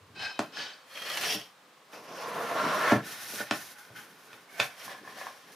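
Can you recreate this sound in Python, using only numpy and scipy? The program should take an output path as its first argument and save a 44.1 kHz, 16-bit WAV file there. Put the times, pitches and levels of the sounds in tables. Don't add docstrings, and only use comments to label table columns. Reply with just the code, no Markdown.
import sys
import numpy as np
from scipy import signal
from scipy.fft import rfft, irfft, next_fast_len
from scipy.io import wavfile
from scipy.ndimage import uniform_filter1d, map_coordinates

SR = 44100
rng = np.random.default_rng(int(sys.argv[2]) if len(sys.argv) > 2 else 0)


def generate_wav(sig):
    pcm = np.round(np.clip(np.atleast_2d(sig).T, -1, 1) * 32767).astype(np.int16)
    wavfile.write(sys.argv[1], SR, pcm)


N = 244755

# (full strength at [s], rise [s],
# hold [s], scrape level [dB], fizz level [dB], place among the sets of resonances)
SCUFFS = [(.225, .068, 0.032, -36, -61.5, 0.04), (.42, 0.047, 0.012, -51.5, -58.5, .2),
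          (.585, 0.057, .045, -36.5, -58.5, 0.93)]
SCUFF_FADE_DB_PER_S = 135
# (frequency [Hz], relative density [dB per Hz])
SKIN = [(210, -50), (350, -15), (680, -2), (885, -6.5), (1580, -1.5), (2180, -1), (3180, -4.5), (5660, -8),
        (7000, -15.5), (9100, -17.5), (15400, -120)]
# (frequency [Hz], left-right likeness)
ALIKE = [(60, 1), (180, 1), (550, 0.99), (1650, 0.8), (4970, 0.76), (15000, 0.33)]


def amp(db):
    return 10 ** (np.asarray(db) / 20)


def unit(x):
    return x / np.sqrt(np.mean(x ** 2) + 1e-20)


def along(points, hz):
    f, v = np.transpose(points)
    return np.interp(np.log(hz + 1), np.log(f + 1), v)


def curves(rows):
    s, *cols = np.transpose(rows)
    return [np.interp(np.arange(N) / SR, s, c) for c in cols]


def wobble(rate, size=N):
    knots = rng.standard_normal(int(size * rate / SR) + 4)
    return map_coordinates(knots, [np.arange(size) * rate / SR])


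def filtered(x, response):
    m = next_fast_len(x.shape[-1] + 8192)
    spectrum = rfft(x, m) * response(np.fft.rfftfreq(m, 1 / SR))
    return irfft(spectrum, m)[..., :x.shape[-1]]


def grit(n, spiky_db, colour, alike):
    unevenness = amp(spiky_db * rng.exponential(size=n))
    catches = rng.standard_normal((2, n)) * unevenness

    def mid_side_gain(hz):
        turn = np.arccos(np.clip(along(alike, hz), -1, 1)) / 2
        return colour(hz) * [np.cos(turn), np.sin(turn)]

    mid, side = filtered(catches, mid_side_gain)
    return unit(np.array([mid + side, mid - side]))


def hush():
    # (frequency [Hz], relative density [dB per Hz])
    quiet_colour = [(18, -88), (30, -54), (103, -19), (456, -41), (493, -2.5), (577, -9), (974, -8.5),
                    (1050, -3.5), (1300, -8.5), (3000, -15), (3800, -16), (4110, -17), (5200, -19.5),
                    (5920, -21.5), (15600, -30.5)]
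    # (frequency [Hz], left-right likeness)
    quiet_alike = [(60, 0.62), (240, 1), (950, 0.82), (3770, 0.55), (15000, 0.33)]
    noise = grit(N, 0, lambda hz: amp(along(quiet_colour, hz)), quiet_alike)
    return amp(-58 + 0.82 * wobble(1.96)) * noise


def rumble():
    centre_hz, width_hz, level_db, end_s = 102, 34, -57.5, 0.29
    noise = rng.standard_normal(N)
    band = unit(filtered(noise, lambda hz: np.exp(-((hz - centre_hz) / width_hz) ** 2)))
    return amp(level_db) * band * np.clip((end_s - np.arange(N) / SR) / 0.015, 0, 1)


def boom():
    # (time [s], mean level [dB])
    boom_path = [(0, -64), (.27, -58), (.33, -69), (.575, -52.5), (.8, -70), (1.16, -64), (1.21, -52),
                 (1.49, -72.5), (1.94, -66), (2.09, -57.5), (2.26, -52.5), (2.56, -44), (2.88, -45.5),
                 (3.1, -58), (3.3, -76), (3.7, -71), (4.03, -62), (4.72, -67), (5.0, -63.5), (5.27, -57),
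                 (5.4, -70), (5.55, -59.5)]
    # (frequency [Hz], relative density [dB per Hz])
    boom_colour = [(18, -75), (30, -45), (54, -19), (125, -7), (172, 0.5), (231, -1.5), (258, 1),
                   (380, -1.5), (450, 2.5), (580, -23), (990, -120)]
    noise = grit(N, 0.71, lambda hz: amp(along(boom_colour, hz)), ALIKE)
    return amp(curves(boom_path)[0] + 2.5 * wobble(18)) * noise


def panel(modes, bed, bed_db):
    def gain(hz):
        peaks = 0
        for centre, width, db in modes:
            damping = (hz * width) ** 2
            peaks = peaks + amp(db) ** 2 * damping / ((centre ** 2 - hz ** 2) ** 2 + damping)
        edge = hz ** 4 / (hz ** 4 + 330 ** 4) / (1 + (hz / 6600) ** 12)
        return np.sqrt(peaks * edge + amp(along(bed, hz) + bed_db) ** 2)
    return gain


def flecked(x, patchy_db):
    z = signal.stft(x, nperseg=256)[2]
    field = uniform_filter1d(rng.standard_normal(z.shape[1:]), size=4, axis=0)
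    field = uniform_filter1d(field, size=5, axis=1)
    patchy = z * amp(patchy_db * unit(field))
    return unit(signal.istft(patchy, nperseg=256)[1][:, :x.shape[1]])


def stroke(gains, rings, bed, bed_db, spiky_db, judder_db):
    out, total = np.zeros((2, N)), np.linalg.norm(gains, axis=0)
    a, b = np.flatnonzero(total > 3e-5)[[0, -1]]
    mixed = np.zeros((2, b - a))
    for gain, modes in zip(gains, rings):
        mixed += gain[a:b] / total[a:b] * grit(b - a, spiky_db, panel(modes, bed, bed_db), ALIKE)
    ends = signal.windows.tukey(b - a, 0.04)
    judder = amp(judder_db * wobble(45)[a:b])
    out[:, a:b] = ends * total[a:b] * judder * flecked(mixed, patchy_db=1.25)
    return out


def shares(place, count):
    distance = np.abs(np.clip(place, 0, count - 1) - np.arange(count)[:, None])
    return np.sqrt(np.clip(1 - distance, 0, 1))


def swells(rows, fade_db_per_s):
    entry_db, landing_db_per_s = 15, 1200
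    s, rise, hold = np.transpose(rows)[:3, :, None]
    early = s - np.arange(N) / SR
    swell_db = -entry_db * np.clip(early / rise, 0, 1)
    landing_db = -landing_db_per_s * np.clip(early - rise, 0, 1)
    fade_db = -fade_db_per_s * np.clip(-early - hold, 0, 5)
    return amp(swell_db + landing_db + fade_db)


def rubs(rows, fade_db_per_s, count):
    scrape_db, fizz_db, place = np.transpose(rows)[3:]
    power_shape = swells(rows, fade_db_per_s) ** 2
    scrape = np.sqrt((amp(scrape_db) * shares(place, count)) ** 2 @ power_shape)
    return scrape, np.sqrt(amp(fizz_db) ** 2 @ power_shape)


def sweep(rows, place, count):
    t = np.arange(N) / SR
    scrape, fizz = amp(curves(rows)) * (t > rows[0][0]) * (t < rows[-1][0])
    return scrape * shares(place, count), fizz


def travel(passes):
    start_place, pass_s = 0.28, 0.06
    steps = [np.clip((np.arange(N) / SR - s) / pass_s + 0.5, 0, 1) for s in passes]
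    return start_place * (1 - steps[0]) + sum(steps)


def scuffing():
    # (frequency [Hz], width [Hz], level [dB])
    scuff_modes = ([(794, 160, -9), (1567, 51, 0), (2540, 27, 4), (3060, 32, -0.5), (3840, 38, -8),
                   (4120, 23, -2.5), (4800, 100, -9), (5430, 43, -17)], [(710, 1000, -15.5),
                   (1470, 30, -2.5), (1714, 65, -3), (2320, 55, -12.5), (3040, 83, -5), (3245, 34, -3),
                   (3620, 50, -5.5), (3970, 80, -9), (4570, 110, -5.5), (5274, 23, -2), (6210, 80, -11)])
    gains, fizz_gain = rubs(SCUFFS, SCUFF_FADE_DB_PER_S, count=2)
    return stroke(gains, scuff_modes, SKIN, bed_db=-15.0, spiky_db=0, judder_db=0.7), fizz_gain


def squeak():
    # (frequency [Hz], level on the first scuff [dB], level on the last scuff [dB])
    squeak_tones = [(1585, -4, -6), (2564, -3, -14), (3070, -7, -9), (3770, -7, -8), (4250, -7, -7),
                    (5200, -7, -5)]
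    # (level in the first scuff [dB], level in the last scuff [dB])
    squeak_levels = [-44, -52]
    t = np.arange(SR) / SR
    tones = np.zeros(SR)
    for hz, first_db, second_db in squeak_tones:
        strength = amp(np.where(t < 0.48, first_db, second_db) + 4.4 * wobble(38.7, size=SR))
        cycles = hz * np.cumsum(1 + 0.0052 * wobble(49.2, size=SR)) / SR
        tones += strength * np.sin(2 * np.pi * cycles)
    shape = swells(SCUFFS, SCUFF_FADE_DB_PER_S)[::2, :SR]
    return np.pad(amp(squeak_levels) @ shape * tones, (0, N - SR))


def fizzing(fizz_gain):
    # (frequency [Hz], relative density [dB per Hz])
    fizz_colour = [(3530, -8.5), (6000, -5), (8030, -14), (9580, -6), (12000, -7), (14600, -11),
                   (15600, -22)]
    noise = grit(N, 2.0, lambda hz: amp(along(fizz_colour, hz)), ALIKE)
    return fizz_gain * amp(1.5 * wobble(40)) * noise


def jerks():
    # (time [s], surge [dB])
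    slips = [(0.194, 5.5), (0.57, 5), (.975, 1.5), (1.02, 6), (1.0995, 6.5), (1.172, 8.5), (1.211, 6),
             (1.304, 1), (1.325, 4), (1.347, 2), (3.785, 4), (4.627, 3)]
    t = np.arange(N) / SR
    return sum(surge_db * np.exp(-np.abs(t - s) / 0.0071) * (t > s) for s, surge_db in slips)


def ring(modes, t, scale, extra_db):
    hz, db, t60 = np.transpose(modes)[:, :, None]
    sign = (-1) ** np.arange(len(modes))[:, None]
    decay = amp(db + extra_db[:, None] - 60 * t / (t60 * scale))
    return np.sum(sign * decay * np.sin(2 * np.pi * hz * t), axis=0)


def knocks():
    # (time [s], walls level [dB], favoured pitch [octaves above 1 kHz], hollow level at 200 Hz [dB],
    # its depth [dB per octave downward], crack gain [dB], rise time constant [ms], decay scale)
    blow_rows = [ (0.3916, -16, -0.36, -26, -7, -20, 0.13, 0.44),
                 (1.346, -28.5, -0.37, -35, -5, -77, 5.1, 1.01), (1.93, -47, 1.1, -58, -9, -55, 2.7, 1.6),
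                 (2.9202, -9, -0.92, -13, -4, -20.5, 0.15, 0.53),
                 (2.954, -30, -1.1, -22, 4.5, -70, 1.3, 0.56), (3.334, -33, -1.5, -44, -6, -60, 2, 0.7),
                 (3.402, -23.5, -1.25, -36, -3.5, -55, 2, 0.62),
                 (3.5102, -17, 0.13, -28.5, -7, -18.5, 0.28, 0.6),
                 (3.903, -35, -1.2, -49, 21.5, -62, 2.8, 0.33), (3.963, -48, 0.39, -52, 14, -55, 7.5, 0.62),
                 (4.33, -38, 0.68, -54, 5, -40, 0.76, 0.41), (4.5953, -15, -1.7, -62, 0, -25, 1.7, 0.43),
                 (4.5991, -15, 1.1, -37, 8.5, -9.5, 1.14, 0.57), (4.862, -56, -.5, -50.5, 3, -70, 6.1, 1.3),
                 (5.061, -60, -.5, -51, 10, -70, 4.5, 0.48)]
    # (frequency [Hz], relative level [dB], t60 at decay scale 1 [s])
    hollow_modes = [(126.6, -3.5, 0.13), (173.6, -6.5, 0.17), (199.6, -5, 0.15), (304.7, -1, 0.091)]
    # (frequency [Hz], relative level [dB], t60 at decay scale 1 [s])
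    wall_modes = [(445, -9, 0.063), (588, -7.5, 0.084), (768, -1.5, 0.033), (1060, -3, 0.034),
                  (1378, -7, 0.067), (1500, -12.5, 0.094), (1768, -0.5, 0.031), (2340, 0, 0.025),
                  (2574, 0.5, 0.039), (3130, -5, 0.027), (3563, 0, 0.037), (4440, -9.5, 0.028),
                  (5370, -3, 0.022)]
    out, t = np.zeros(N + SR), np.arange(SR // 3) / SR
    split = len(hollow_modes)
    chance_db = 0.84 * rng.standard_normal((len(blow_rows), split + len(wall_modes)))
    octaves = np.log2(np.transpose(wall_modes)[0] / 1000)
    below = np.log2(200 / np.transpose(hollow_modes)[0])
    for row, chance in zip(blow_rows, chance_db):
        s, walls_db, favoured, hollow_db, depth_db, crack_db, rise_ms, scale = row
        walls = ring(wall_modes, t, scale, walls_db - 4 * (octaves - favoured) ** 2 + chance[split:])
        hollow = ring(hollow_modes, t, scale, hollow_db + depth_db * below + chance[:split])
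        snap = filtered(rng.standard_normal(len(t)), lambda hz: hz / 3000 / (1 + (hz / 5000) ** 4.5))
        crack = amp(crack_db - 60 * t / 0.02) * snap
        rise = 1 - np.exp(-1000 * t / rise_ms)
        out[round(s * SR):][:len(t)] += rise * (walls + hollow + crack)
    return out[:N]


def pulling():
    # (time [s], scrape level [dB], fizz level [dB])
    pull_path = [(.86, -70, -72), (.944, -43.5, -53.5), (1.0, -41.5, -51.5), (1.14, -35, -44.5),
                 (1.17, -37.5, -45), (1.255, -31.5, -38), (1.345, -32.5, -39), (1.53, -69, -76)]
    # (frequency [Hz], width [Hz], level [dB])
    pull_modes = [(555, 99, 1.5), (1290, 150, 1.5), (1920, 38, 6), (2440, 25, 8), (3230, 47, 9),
                  (4310, 17, 7.5), (4330, 15, -5), (5140, 250, -8), (5580, 29, -18)], [(1752, 40, 0),
                  (2460, 110, -19), (2660, 22, -2), (2760, 18, -6), (2980, 16, 2.5), (4230, 110, -11),
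                  (4650, 120, -20), (5670, 37, -5), (5960, 46, -19)], [(431, 18, 2), (700, 78, -2.5),
                  (1896, 51, 1.5), (2670, 170, 0), (3200, 280, 2.5), (4630, 14, 4), (4780, 29, 1),
                  (5310, 30, 3.5), (5620, 180, 0)]
    gains, fizz_gain = sweep(pull_path, travel([1.15, 1.28]), count=3)
    return stroke(gains, pull_modes, SKIN, bed_db=-8, spiky_db=2.2, judder_db=1.1), fizz_gain


def sliding():
    # (time [s], scrape level [dB], fizz level [dB])
    slide_path = [(1.87, -77, -86), (1.944, -44.5, -55), (2.02, -51.5, -64), (2.24, -38, -52.5),
                  (2.54, -32.5, -48), (2.59, -28.5, -49), (2.8, -29, -44.5), (2.915, -22.5, -44),
                  (2.95, -30.5, -45), (3.03, -46.5, -68)]
    # (frequency [Hz], width [Hz], level [dB])
    slide_modes = [(530, 210, -1.5), (686, 74, -3), (870, 32, 0.5), (1060, 71, -2), (1240, 92, -7),
                   (2600, 580, -12.5), (5330, 1300, -13)], [(477, 38, 3.5), (670, 41, 3.5), (1036, 180, 0),
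                   (1362, 24, 2.5), (1770, 40, -5), (2180, 62, -25), (2700, 51, -16)], [(615, 28, -1),
                   (1060, 100, 0), (1368, 27, 1), (2730, 37, -27), (3200, 51, -27), (4000, 47, -18),
                   (5620, 88, -18)], [(576, 110, -11), (1090, 26, -0.5), (1346, 43, 0), (1734, 52, -0.5),
                   (2094, 24, -9), (4380, 110, -23), (5950, 85, -22.5)]
    # (frequency [Hz], relative density [dB per Hz])
    paper = [(210, -49), (350, -18.5), (647, -7), (791, -14), (1080, -4.5), (1240, -16), (1370, -7.5),
             (2380, -16.5), (7000, -34), (9100, -38), (15400, -120)]
    gains, fizz_gain = sweep(slide_path, travel([2.25, 2.565, 2.82]), count=4)
    return stroke(gains, slide_modes, paper, bed_db=-0.5, spiky_db=0.5, judder_db=0.14), fizz_gain


def brushing():
    # (time [s], scrape level [dB], fizz level [dB])
    brush_path = [(3.0, -50, -67), (3.06, -45.5, -47), (3.125, -42, -43), (3.17, -44.5, -48),
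                  (3.35, -47, -38.5), (3.41, -38, -41), (3.455, -49.5, -52.5), (3.5, -47, -57),
                  (3.53, -41, -48), (3.58, -45, -42), (3.64, -51.5, -47.5), (3.71, -56, -47.5),
                  (3.76, -62, -63)]
    # (full strength at [s], rise [s], hold [s], scrape level [dB],
    # fizz level [dB], place among the sets)
    touches = [(3.76, .012, 0.05, -54, -62, 1), (3.79, 0.017, 0.039, -64, -56, 0.87),
               (3.85, .05, 0.56, -60, -63, 0.59), (3.962, 0.017, 0.04, -46.5, -54, 0.85),
               (4.31, 0.031, .015, -53.5, -70, 0.56)]
    # (frequency [Hz], width [Hz], level [dB])
    brush_modes = [(580, 119, -19), (835, 19, -6), (1470, 34, 0.5), (1797, 47, 2.5), (2510, 140, -10),
                   (3820, 41, -6), (5470, 220, -11)], [(828, 13, 12), (1484, 116, 14.5), (2130, 120, 4),
                   (2530, 25, 4), (3160, 130, 2.5), (3830, 89, -11), (5440, 64, -17)]
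    brush, brush_fizz = sweep(brush_path, 0.25, count=2)
    touch, touch_fizz = rubs(touches, 160, count=2)
    gains = np.hypot(brush, touch)
    scrape = stroke(gains, brush_modes, SKIN, bed_db=-9.5, spiky_db=2.5, judder_db=0.2)
    return scrape, np.hypot(brush_fizz, touch_fizz)


def folding():
    # (full strength at [s], rise [s], hold [s], scrape level [dB], fizz level [dB], place among the sets)
    folds = [(4.53, 0.054, 0.055, -50.5, -56.5, 0), (4.603, 0.028, .006, -31, -43, 0.14),
             (4.64, .02, 0.026, -43.5, -49.5, 0.13), (4.73, .05, .8, -58, -64, 1.6),
             (4.8, 0.053, .03, -48.5, -52, 0.94), (4.85, 0.048, 0.015, -51, -48, 1.4),
             (4.905, 0.069, 0.023, -44, -56, 1.9), (5.065, .035, .04, -51, -63, 2),
             (5.19, 0.078, 0.034, -44.5, -51.5, 1.87), (5.26, 0.052, 0.038, -50, -56.5, 1.3),
             (5.521, .004, .004, -62, -56, 1.7), (5.54, 0.04, .05, -57, -66, 1.8)]
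    # (frequency [Hz], width [Hz], level [dB])
    fold_modes = ([(705, 85, 4), (1520, 75, 6), (1740, 78, 2.5), (2220, 83, 5.5), (2410, 65, -3),
                  (3700, 84, -26), (5260, 200, -22)], [(818, 17, -10), (1434, 40, -2), (2130, 37, -11),
                  (3190, 45, -4.5), (3600, 87, -11), (5620, 44, -3.5)], [(580, 69, 0.5), (756, 38, 1),
                  (1040, 150, -2), (1510, 80, -14), (1760, 170, 1.5), (2450, 100, -24), (3300, 200, -21)])
    gains, fizz_gain = rubs(folds, 226, count=3)
    return stroke(gains, fold_modes, SKIN, bed_db=-8.5, spiky_db=0.5, judder_db=1.5), fizz_gain


def taps():
    # (time [s], level [dB], rise time constant [ms], decay scale)
    tap_rows = [(4.879, -37.5, 1, 0.67), (4.893, -44, 2, 1), (4.947, -43, 2, 0.9),
                (4.985, -43.5, 1.7, 0.63), (5.049, -45.5, 2.3, 1), (5.075, -37, 2.3, 0.75),
                (5.212, -34.5, 1.5, 0.81), (5.24, -49, 2, 0.59), (5.2674, -31.5, 0.56, 0.48),
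                (5.315, -57, 2, 0.75)]
    # (frequency [Hz], relative level [dB], t60 at decay scale 1 [s])
    flap_modes = [(547, -11, 0.047), (750, -1, 0.038), (1052, 2, 0.048), (1236, -11, 0.045),
                  (1530, -11, 0.042), (1718, 2.5, 0.041), (2480, -13, 0.044), (3260, -17, .03)]
    out, t = np.zeros(N + SR), np.arange(SR // 5) / SR
    chance_db = 2.8 * rng.standard_normal((len(tap_rows), len(flap_modes)))
    for (s, db, rise_ms, scale), chance in zip(tap_rows, chance_db):
        rise = 1 - np.exp(-1000 * t / rise_ms)
        out[round(s * SR):][:len(t)] += rise * ring(flap_modes, t, scale, db + chance)
    return out[:N]


def rubbing():
    scrapes, fizz_gains = zip(scuffing(), pulling(), sliding(), brushing(), folding())
    fizz = fizzing(np.linalg.norm(fizz_gains, axis=0))
    return amp(jerks()) * (sum(scrapes) + fizz) + boom()


def room(x):
    # (frequency [Hz], t60 [s])
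    room_decay = [(150, 0.21), (1000, 0.21), (4000, 0.19), (12000, 0.12)]
    hz, t, z = signal.stft(rng.standard_normal((2, SR // 2)), SR, nperseg=256)
    decay = amp(-60 * t / along(room_decay, hz)[:, None])
    tail = signal.istft(z * decay, SR, nperseg=256)[1]
    mid, side = tail / np.linalg.norm(tail[0])
    side = 0.47 * filtered(side, lambda hz: np.clip(hz / 1500, 0, 1))
    delayed = np.pad(x, (130, 0))[None]
    return signal.fftconvolve(delayed, np.array([mid + side, mid - side]), axes=1)[:, :N]


def scene():
    # (time [s], left minus right level [dB])
    lean_path = [(0.0, 0.5), (0.42, 1), (0.89, 0.0), (3.37, -0.5), (3.45, -1), (4.4, 0.0), (4.5, -2.5),
                 (5.18, 1), (5.55, 0)]
    blows = knocks() + taps() + squeak()
    lean_db = curves(lean_path)[0] / 2
    box = (rubbing() + blows) * amp([lean_db, -lean_db])
    return box + amp(-4.0) * room(blows) + hush() + rumble()


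def record(dry):
    def response(hz):
        x = hz / 105
        low_cut = (1j * x) ** 2 / (1 + 1.2j * x - x ** 2)
        return low_cut ** 2 * (hz < 15600)
    return filtered(dry, response)


dry = scene()
out = record(dry)
generate_wav(out)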